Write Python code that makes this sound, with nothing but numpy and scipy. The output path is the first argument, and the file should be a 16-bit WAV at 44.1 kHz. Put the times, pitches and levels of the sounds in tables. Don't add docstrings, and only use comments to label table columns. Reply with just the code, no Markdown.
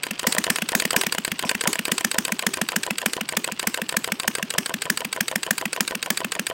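import sys
import numpy as np
from scipy import signal
from scipy.fft import rfft, irfft, next_fast_len
from scipy.io import wavfile

SR = 44100
rng = np.random.default_rng(int(sys.argv[2]) if len(sys.argv) > 2 else 0)


def output_pcm(signal):
    pcm = np.clip(np.atleast_2d(signal).T, -1, 1) * 32767
    wavfile.write(sys.argv[1], SR, np.round(pcm).astype(np.int16))


N = 287973

# start_s, cylinder_pressure_db
EXHAUST_OPENINGS = [(0.1115, -7), (0.2718, 8.5), (0.3847, 4), (0.5034, 6), (0.6224, -3.5), (0.7524, 7),
                    (0.8543, -0.5), (0.965, 7.5), (1.068, -1.5), (1.1848, -3), (1.319, -4), (1.452, -11),
                    (1.5515, -4), (1.6756, 7), (1.7925, -3), (1.9196, 5.5), (2.0485, 2), (2.1857, 4),
                    (2.3226, -1), (2.468, 3.5), (2.6166, 0), (2.764, 2), (2.9085, -3.5), (3.0619, 4.5),
                    (3.2119, -6), (3.3711, 2.5), (3.5217, -8), (3.6733, 4), (3.8185, -4.5), (3.9695, 2.5),
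                    (4.1218, -1.5), (4.2803, 2.5), (4.4288, -5), (4.5847, 4), (4.7418, -3.5), (4.9022, 3.5),
                    (5.0508, -7), (5.2092, 1.5), (5.3593, 0), (5.51, 3.5), (5.6571, -4), (5.8078, 4.5),
                    (5.9536, -7), (6.1051, 5), (6.2478, -5.5), (6.396, -2.5)]
# pressure_db, bark_db, jet_db, hoot_db, outflow_db
PRESSURE_LAWS = [(-11, -45, -37, -27, -69), (-7.5, -24.5, -24, -34.5, -84), (-5.5, -21, -27, -30.5, -55.5),
                 (2.5, -16.5, -14.5, -28.5, -45), (5, -14.5, -15, -28.5, -39.5),
                 (7.5, -14.5, -13, -25.5, -31.5)]

# frequency_hz, density_db (per Hz)
BARK_SPECTRUM = [(300, -7.5), (450, -3.5), (750, -5.5), (1150, -9.5), (1700, 2.5), (2200, -2), (2700, -6),
                 (3500, -5.5), (4000, -21)]
JET_SPECTRUM = [(4000, -4), (5000, 2.5), (6500, 1), (7800, 3.5), (9500, -0.5), (11000, -5), (12500, -3.5),
                (14500, -5), (16000, 0.5)]
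# frequency_hz, density_db
CHUFF_SPECTRUM = [(120, -9), (350, -2.5), (1000, 8), (3000, -22), (16000, -50)]
# frequency_hz, density_db
OUTFLOW_SPECTRUM = [(100, -9.5), (400, 11.5), (600, -35), (1000, -18), (1800, -6), (2800, -9.5),
                    (4300, -9.5), (5600, -3), (8000, -5), (10500, -12.5), (13000, -12), (16000, -32)]
# frequency_hz, density_db
CLACK_SPECTRUM = [(150, -11), (450, -2.5), (700, -7), (1000, -1.5), (1500, 5), (2600, 7), (3700, 2),
                  (4600, 3.6), (5500, -6.5), (7000, -7.5), (8200, 2), (10500, -10), (14000, -29.5),
                  (16000, -51)]
# frequency_hz, density_db
TICK_SPECTRUM = [(120, -64), (350, 3), (650, -5), (1100, -16.5), (1700, -6.5), (3100, -7), (4000, -16.5),
                 (5500, -19.5), (7000, -14), (8400, -10.5), (10500, -23), (14000, -20.5), (16000, -33)]
# frequency_hz, density_db
DRAW_SPECTRUM = [(1500, 8), (2900, 0), (3900, -31), (4800, 12), (5800, -6.5), (7000, 10.5), (8000, -24),
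                 (9300, 6.5), (13000, -0.5), (16000, 0.5)]
# frequency_hz, density_db
SLIDE_SPECTRUM = [(60, -71), (150, 12), (400, -12), (600, -9.5), (1100, 2), (1800, -1), (2900, 7.5),
                  (3800, -1), (4700, 0.5), (6000, -7.5), (8500, -16.5), (11000, -25), (16000, -56)]
# frequency_hz, density_db
AIR_SPECTRUM = [(60, -5), (150, 13.5), (3000, 0.5), (16000, -47)]

# frequency_hz, level_db, t60_s
GEAR_MODES = [(474, -12, 0.047), (1062, -9.5, 0.034), (1565, -5, 0.047), (2606, -4, 0.026),
              (3820, 2, 0.016), (4594, -1, 0.029), (8066, 11, 0.008)]
# frequency_hz, level_db, t60_s
TAPPET_MODES = [(2480, 14.5, 0.0097), (2980, -8, 0.037), (12700, -51, 0.022), (14400, -17, 0.018)]
# frequency_hz, level_db, t60_s
FRAME_MODES = [(511, -1.5, 0.043), (653, 0.5, 0.045), (995, 4, 0.036), (1520, -3.5, 0.038),
               (1817, 2, 0.026), (3080, 3, 0.015)]

# stroke_share (0 to 1), pitch_hz, level_db
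HOOT_GLIDE = [(0, 176, 2), (.12, 200, 2.5), (.24, 232, -2), (.34, 278, -9.5), (.52, 365, -25),
              (1, 420, -40)]
# time_s, level_db
HOOT_SWELL = [(0.1, 0.5), (0.75, 2), (1.2, -2), (2.0, 1), (2.7, 2), (3.2, -0.4), (6.4, -0.6)]
# time_s, pitch_hz
HARD_BARK_PITCH = [(0.4, 1770), (2.0, 1784), (3.2, 1623), (5.2, 1703), (5.8, 1680)]
# time_s, level_db
SLIDING_LEVEL = [(0.0, -44), (0.44, -43.5), (3.47, -47), (6.53, -48.5)]
# frequency_hz, t60_s
GARDEN_DECAY = [(200, 0.15), (4000, 0.38), (15000, 0.69)]
# turn_start_s, clack_delay_s (negative is early)
FLYWHEEL_LURCHES = [(0.11, 0.0046), (0.62, 0.0046), (1.32, 0.0098), (1.45, -0.0057)]
# time_s, level_db
FLAME_LEVEL = [(1.66, -23), (1.89, -28)]
MISFIRE_TIMES = [0.08, 0.6, 0.83, 1.05, 1.16, 1.29, 1.53, 1.77, 2.02]
LATE_FLAME_TIMES = [0.36, 1.65, 3.94]

TOP_HZ = 16050
LEAD = 1024
T = (np.arange(8 * LEAD) - LEAD) / SR
AFTER = np.maximum(T, 0)
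TURN_S = 0.148
RETURN_S, RETURN_POWER, PUSH_S_PER_DB = 0.0734, 1.06, 0.00007
INLET_LAG_S, INLET_SHARE = 0.0022, 0.39
FLAME_DELAY_S, LATE_DELAY_S, FLAME_SCATTER_DB = 0.0103, 0.0063, 1.1
AFTERBURN_S, AFTERBURN_DB = 1.45, 31
SOFT_BARK_HZ, BARK_SWITCH_DB, BARK_BLEND_DB = 2720, -1.5, 3


def amp(db):
    return 10 ** (np.asarray(db) / 20)


def along(points, hz):
    f, value = np.transpose(points)
    return np.interp(np.log(hz + 1), np.log(f + 1), value)


def columns(rows):
    return np.transpose(rows)[:, :, None]


def filtered(x, response):
    size = x.shape[-1]
    padded = next_fast_len(size + LEAD)
    spectrum = rfft(x, padded) * response(np.fft.rfftfreq(padded, 1 / SR))
    return irfft(spectrum, padded)[..., :size]


def noise(spectrum, shape):
    def response(f):
        skirt = 1 / (1 + (spectrum[0][0] / 2 / (f + 1)) ** 4)
        return amp(along(spectrum, f)) * skirt

    x = filtered(rng.standard_normal(shape), response)
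    return x / x.std()


def sized(x):
    energy = np.sum(x ** 2, axis=-1, keepdims=True)
    return x / np.sqrt(energy / (.006 * SR) + 1e-20)


def burst(spectrum, count, onset, rise, decay):
    start = onset * np.exp(0.274 * rng.standard_normal((count, 1)))
    attack = np.clip((T + start) / 0.00022, 0, 1)
    envelope = attack * np.exp(np.minimum(T, 0) / rise - AFTER / decay)
    return sized(noise(spectrum, (count, len(T))) * envelope)


def ringing(modes, count):
    out = 0
    for hz, db, t60 in modes:
        strength, phase = rng.standard_normal((2, count, 1))
        decay = amp(db + 1.06 * strength - 60 * AFTER / t60)
        out = out + decay * np.sin(2 * np.pi * (hz * T + phase))
    return sized(out * (1 - np.exp(-AFTER / 0.00014)))


def placed(times, sounds):
    at = np.round(times * SR).astype(int) + np.arange(len(T))
    return np.bincount(np.maximum(at, 0).ravel(), sounds.ravel(), N + LEAD)[LEAD:LEAD + N]


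def near(times, moments):
    return np.any(abs(times - np.atleast_1d(moments)) < .045, axis=1, keepdims=True)


def intake_times():
    s, pressure_db = columns(EXHAUST_OPENINGS)
    start = np.vstack([s[0] - TURN_S, s])
    turn = np.vstack([s, s[-1] + TURN_S]) - start
    stroke = RETURN_S * (turn / TURN_S) ** RETURN_POWER
    stroke = stroke - PUSH_S_PER_DB * np.vstack([0, pressure_db])
    stroke = stroke + sum(delay * near(start, at) for at, delay in FLYWHEEL_LURCHES)
    opens = start + stroke
    return opens, opens + INLET_LAG_S + INLET_SHARE * stroke


def pace_db():
    s, shut = intake_times()
    return 20 * np.log10(np.median(shut - s) / (shut - s))


def flames():
    s = intake_times()[1] + FLAME_DELAY_S
    s = s[~near(s, MISFIRE_TIMES)][:, None]
    s = s + LATE_DELAY_S * near(s, LATE_FLAME_TIMES)
    level_db = np.interp(s, *np.transpose(FLAME_LEVEL))
    return s, level_db + FLAME_SCATTER_DB * rng.standard_normal(s.shape)


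def exhausts():
    s, pressure_db = columns(EXHAUST_OPENINGS)
    steps, *laws = np.transpose(PRESSURE_LAWS)
    bark_db, jet_db, hoot_db, flow_db = [np.interp(pressure_db, steps, law) for law in laws]
    hard = np.clip(.5 + (pressure_db - BARK_SWITCH_DB) / BARK_BLEND_DB, 0, 1)
    hard_hz = np.interp(s, *np.transpose(HARD_BARK_PITCH))
    bark_hz = SOFT_BARK_HZ + hard * (hard_hz - SOFT_BARK_HZ)
    bark_hz = bark_hz * (1 + 0.032 * rng.standard_normal(s.shape))
    hoot_db = hoot_db + np.interp(s, *np.transpose(HOOT_SWELL))
    flow_db = flow_db + AFTERBURN_DB * near(s, AFTERBURN_S)
    return s, bark_db, jet_db, bark_hz, hoot_db, flow_db


def air(level_db=-48):
    return amp(level_db) * noise(AIR_SPECTRUM, N)


def garden(x, wall_db=-22, tail_db=-22):
    hz, t, z = signal.stft(rng.standard_normal(SR // 3), SR, nperseg=256)
    decay = amp(-60 * t / along(GARDEN_DECAY, hz)[:, None])
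    tail = signal.istft(z * decay, SR, nperseg=256)[1]
    late = np.arange(len(tail)) / SR - .0215
    wall = noise([(100, 7.5), (1800, -3.5), (3500, -9), (16000, -2.5)], len(tail))
    wall = wall * (late > 0) * np.exp(-abs(late) / 0.0028)
    answer = amp(tail_db) * tail / np.linalg.norm(tail) + amp(wall_db) * wall / np.linalg.norm(wall)
    return signal.fftconvolve(x, answer)[:N]


def sliding(slide_db=-1.5, depth_db=4, grain_db=4.5):
    t = np.arange(N) / SR
    ends = np.sort(np.r_[intake_times()[0].ravel(), np.transpose(EXHAUST_OPENINGS)[0]])
    strokes = np.interp(t, ends, np.arange(len(ends)))
    grain = grain_db * noise([(40, 11), (400, -11), (1200, -37)], N)
    level = np.interp(t, *np.transpose(SLIDING_LEVEL)) + grain
    level = level + slide_db - depth_db * np.cos(2 * np.pi * strokes)
    return amp(level) * noise(SLIDE_SPECTRUM, N)


def intake(draw_db=-40, tick_db=-26.0, frame_db=-31):
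    s, shut = intake_times()
    count, length = len(s), shut - s
    flow = np.clip(2 * T / length, 0, 1) * np.clip((length - T) / 0.0048, 0, 1)
    draw = amp(draw_db + 2.1 * pace_db()) * flow * noise(DRAW_SPECTRUM, flow.shape)
    tick = amp(tick_db) * burst(TICK_SPECTRUM, count, onset=0.0017, rise=0.00064, decay=0.0025)
    tick = tick + amp(frame_db) * ringing(FRAME_MODES, count)
    return placed(s, draw) + placed(shut - .0003, amp(1.44 * pace_db()) * tick)


def valve_gear(clack_db=-22, ring_db=-26.5, snap_db=-29, lift_db=-40, tappet_db=-30):
    s, _ = intake_times()
    count, force = len(s), amp(pace_db())
    clack = burst(CLACK_SPECTRUM, count, onset=0.00284, rise=0.0061, decay=0.0036)
    out = placed(s, amp(clack_db) * force * clack)
    for offset in (-.002, .0002):
        at = s + offset + .0004 * rng.standard_normal(s.shape)
        snap = burst(JET_SPECTRUM, count, onset=0.00029, rise=.001, decay=0.000088)
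        contact = amp(snap_db) * snap + amp(ring_db) * ringing(GEAR_MODES, count)
        out = out + placed(at, force * contact)
    touch = s - .0095 + 0.0013 * rng.standard_normal(s.shape)
    lift = placed(touch, amp(lift_db) * ringing(GEAR_MODES, count))
    opens = columns(EXHAUST_OPENINGS)[0]
    early = 0.0037 + 0.001173 * rng.standard_normal(opens.shape)
    tappet = placed(opens - early, amp(tappet_db) * ringing(TAPPET_MODES, len(opens)))
    return out + lift + tappet


def ignition(start_hz=1900, end_hz=330, fall_s=0.00397, chirp_db=-8, shaken_db=-1, knock_db=-3):
    s, db = flames()
    count = len(s)
    glide = np.exp(-AFTER / (fall_s * np.exp(0.204 * rng.standard_normal(s.shape))))
    turns = np.cumsum(end_hz + (start_hz - end_hz) * glide, axis=1) / SR
    envelope = (1 - np.exp(-AFTER / 0.00023)) * np.exp(-AFTER / 0.01)
    chirp = sized(np.sin(2 * np.pi * turns) * envelope)
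    frame = ringing(FRAME_MODES, count)[:, LEAD:]
    shaken = sized(signal.fftconvolve(chirp, frame, axes=1)[:, :len(T)])
    knock = sized(ringing(FRAME_MODES, count) * np.exp(-AFTER / 0.004))
    mix = amp(chirp_db) * chirp + amp(shaken_db) * shaken + amp(knock_db) * knock
    return placed(s, amp(db) * mix)


def emptying(hoot_db=4.0, radiates_hz=125, hiss_db=2, hiss_decay_s=0.082, sustain_db=-12, chuff_db=1,
             ripple_db=5.5):
    s, _, _, _, ring_db, flow_db = exhausts()
    stroke = intake_times()[0][1:] - s
    share, hz, db = np.transpose(HOOT_GLIDE)
    travel = AFTER / stroke
    pitch = np.interp(travel, share, hz) * (1 + 0.0054 * rng.standard_normal(s.shape))
    turns = np.cumsum(pitch * (T > 0), axis=1) / SR
    wave = np.sin(2 * np.pi * turns)
    port_open = (1 - np.exp(-AFTER / 0.0017)) * np.clip((1 - travel) * 10 + 1, 0, 1)
    strength = amp(ring_db + hoot_db + np.interp(travel, share, db)) + amp(flow_db + sustain_db)
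    hoot = filtered(strength * wave * port_open, lambda f: 1 / (1 + (radiates_hz / (f + 1)) ** 6))
    shift = rng.random(s.shape)
    sizzle = filtered(noise(OUTFLOW_SPECTRUM, travel.shape),
                      lambda f: amp(ripple_db * np.sin(2 * np.pi * (f / 3000 + shift))))
    hiss = amp(flow_db + hiss_db) * sizzle * np.exp(-AFTER / hiss_decay_s)
    chuff = amp(flow_db + chuff_db) * noise(CHUFF_SPECTRUM, travel.shape) * np.exp(-AFTER / 0.03)
    return placed(s - .0005, hoot + (hiss + chuff) * port_open)


def shock(crack_db=-7, crack_s=0.00049, push_db=0, push_s=0.00057):
    s, _, jet_db, _, _, flow_db = exhausts()
    crack = burst(JET_SPECTRUM, len(s), onset=0.00033, rise=0.001, decay=crack_s)
    crack = amp(jet_db + crack_db) * crack
    u = AFTER / push_s
    pulse = (T > 0) * (1 - u) * np.exp(-u) * (1 - np.exp(-AFTER / 0.0001))
    push = amp(flow_db + push_db) * sized(pulse)
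    crack_at = s - 0.0004 + 0.0005 * rng.standard_normal(s.shape)
    return placed(crack_at, crack) + placed(s - 0.001, push)


def blast(tone_db=-5.5, burst_db=-2, jet_trim_db=-0.37):
    s, bark_db, jet_db, hz, _, _ = exhausts()
    count = len(s)
    since = np.maximum(T + 0.00163, 0)
    tone = sized(np.sin(2 * np.pi * hz * since) * since * np.exp(-since / 0.0012))
    rush = burst(BARK_SPECTRUM, count, onset=0.00137, rise=0.0064, decay=0.003)
    bark = amp(tone_db) * tone + amp(burst_db) * rush
    jet = burst(JET_SPECTRUM, count, onset=0.00385, rise=0.0022, decay=0.0021)
    return placed(s - .0004, amp(bark_db) * bark) + placed(s + .0003, amp(jet_db + jet_trim_db) * jet)


def scene():
    engine = sliding() + intake() + valve_gear() + ignition() + emptying() + shock() + blast()
    return (air() + garden(engine) + engine)[None]


def record(dry, ceiling=0.85, low_cut_hz=42):
    rounded = dry / (1 + (dry / ceiling) ** 4) ** (1 / 4)

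    def response(hz):
        high_pass = 1j * hz / (low_cut_hz + 1j * hz)
        return high_pass * np.clip((TOP_HZ - hz) / 400 + .5, 0, 1)

    return filtered(rounded, response)


dry = scene()
out = record(dry)
output_pcm(out)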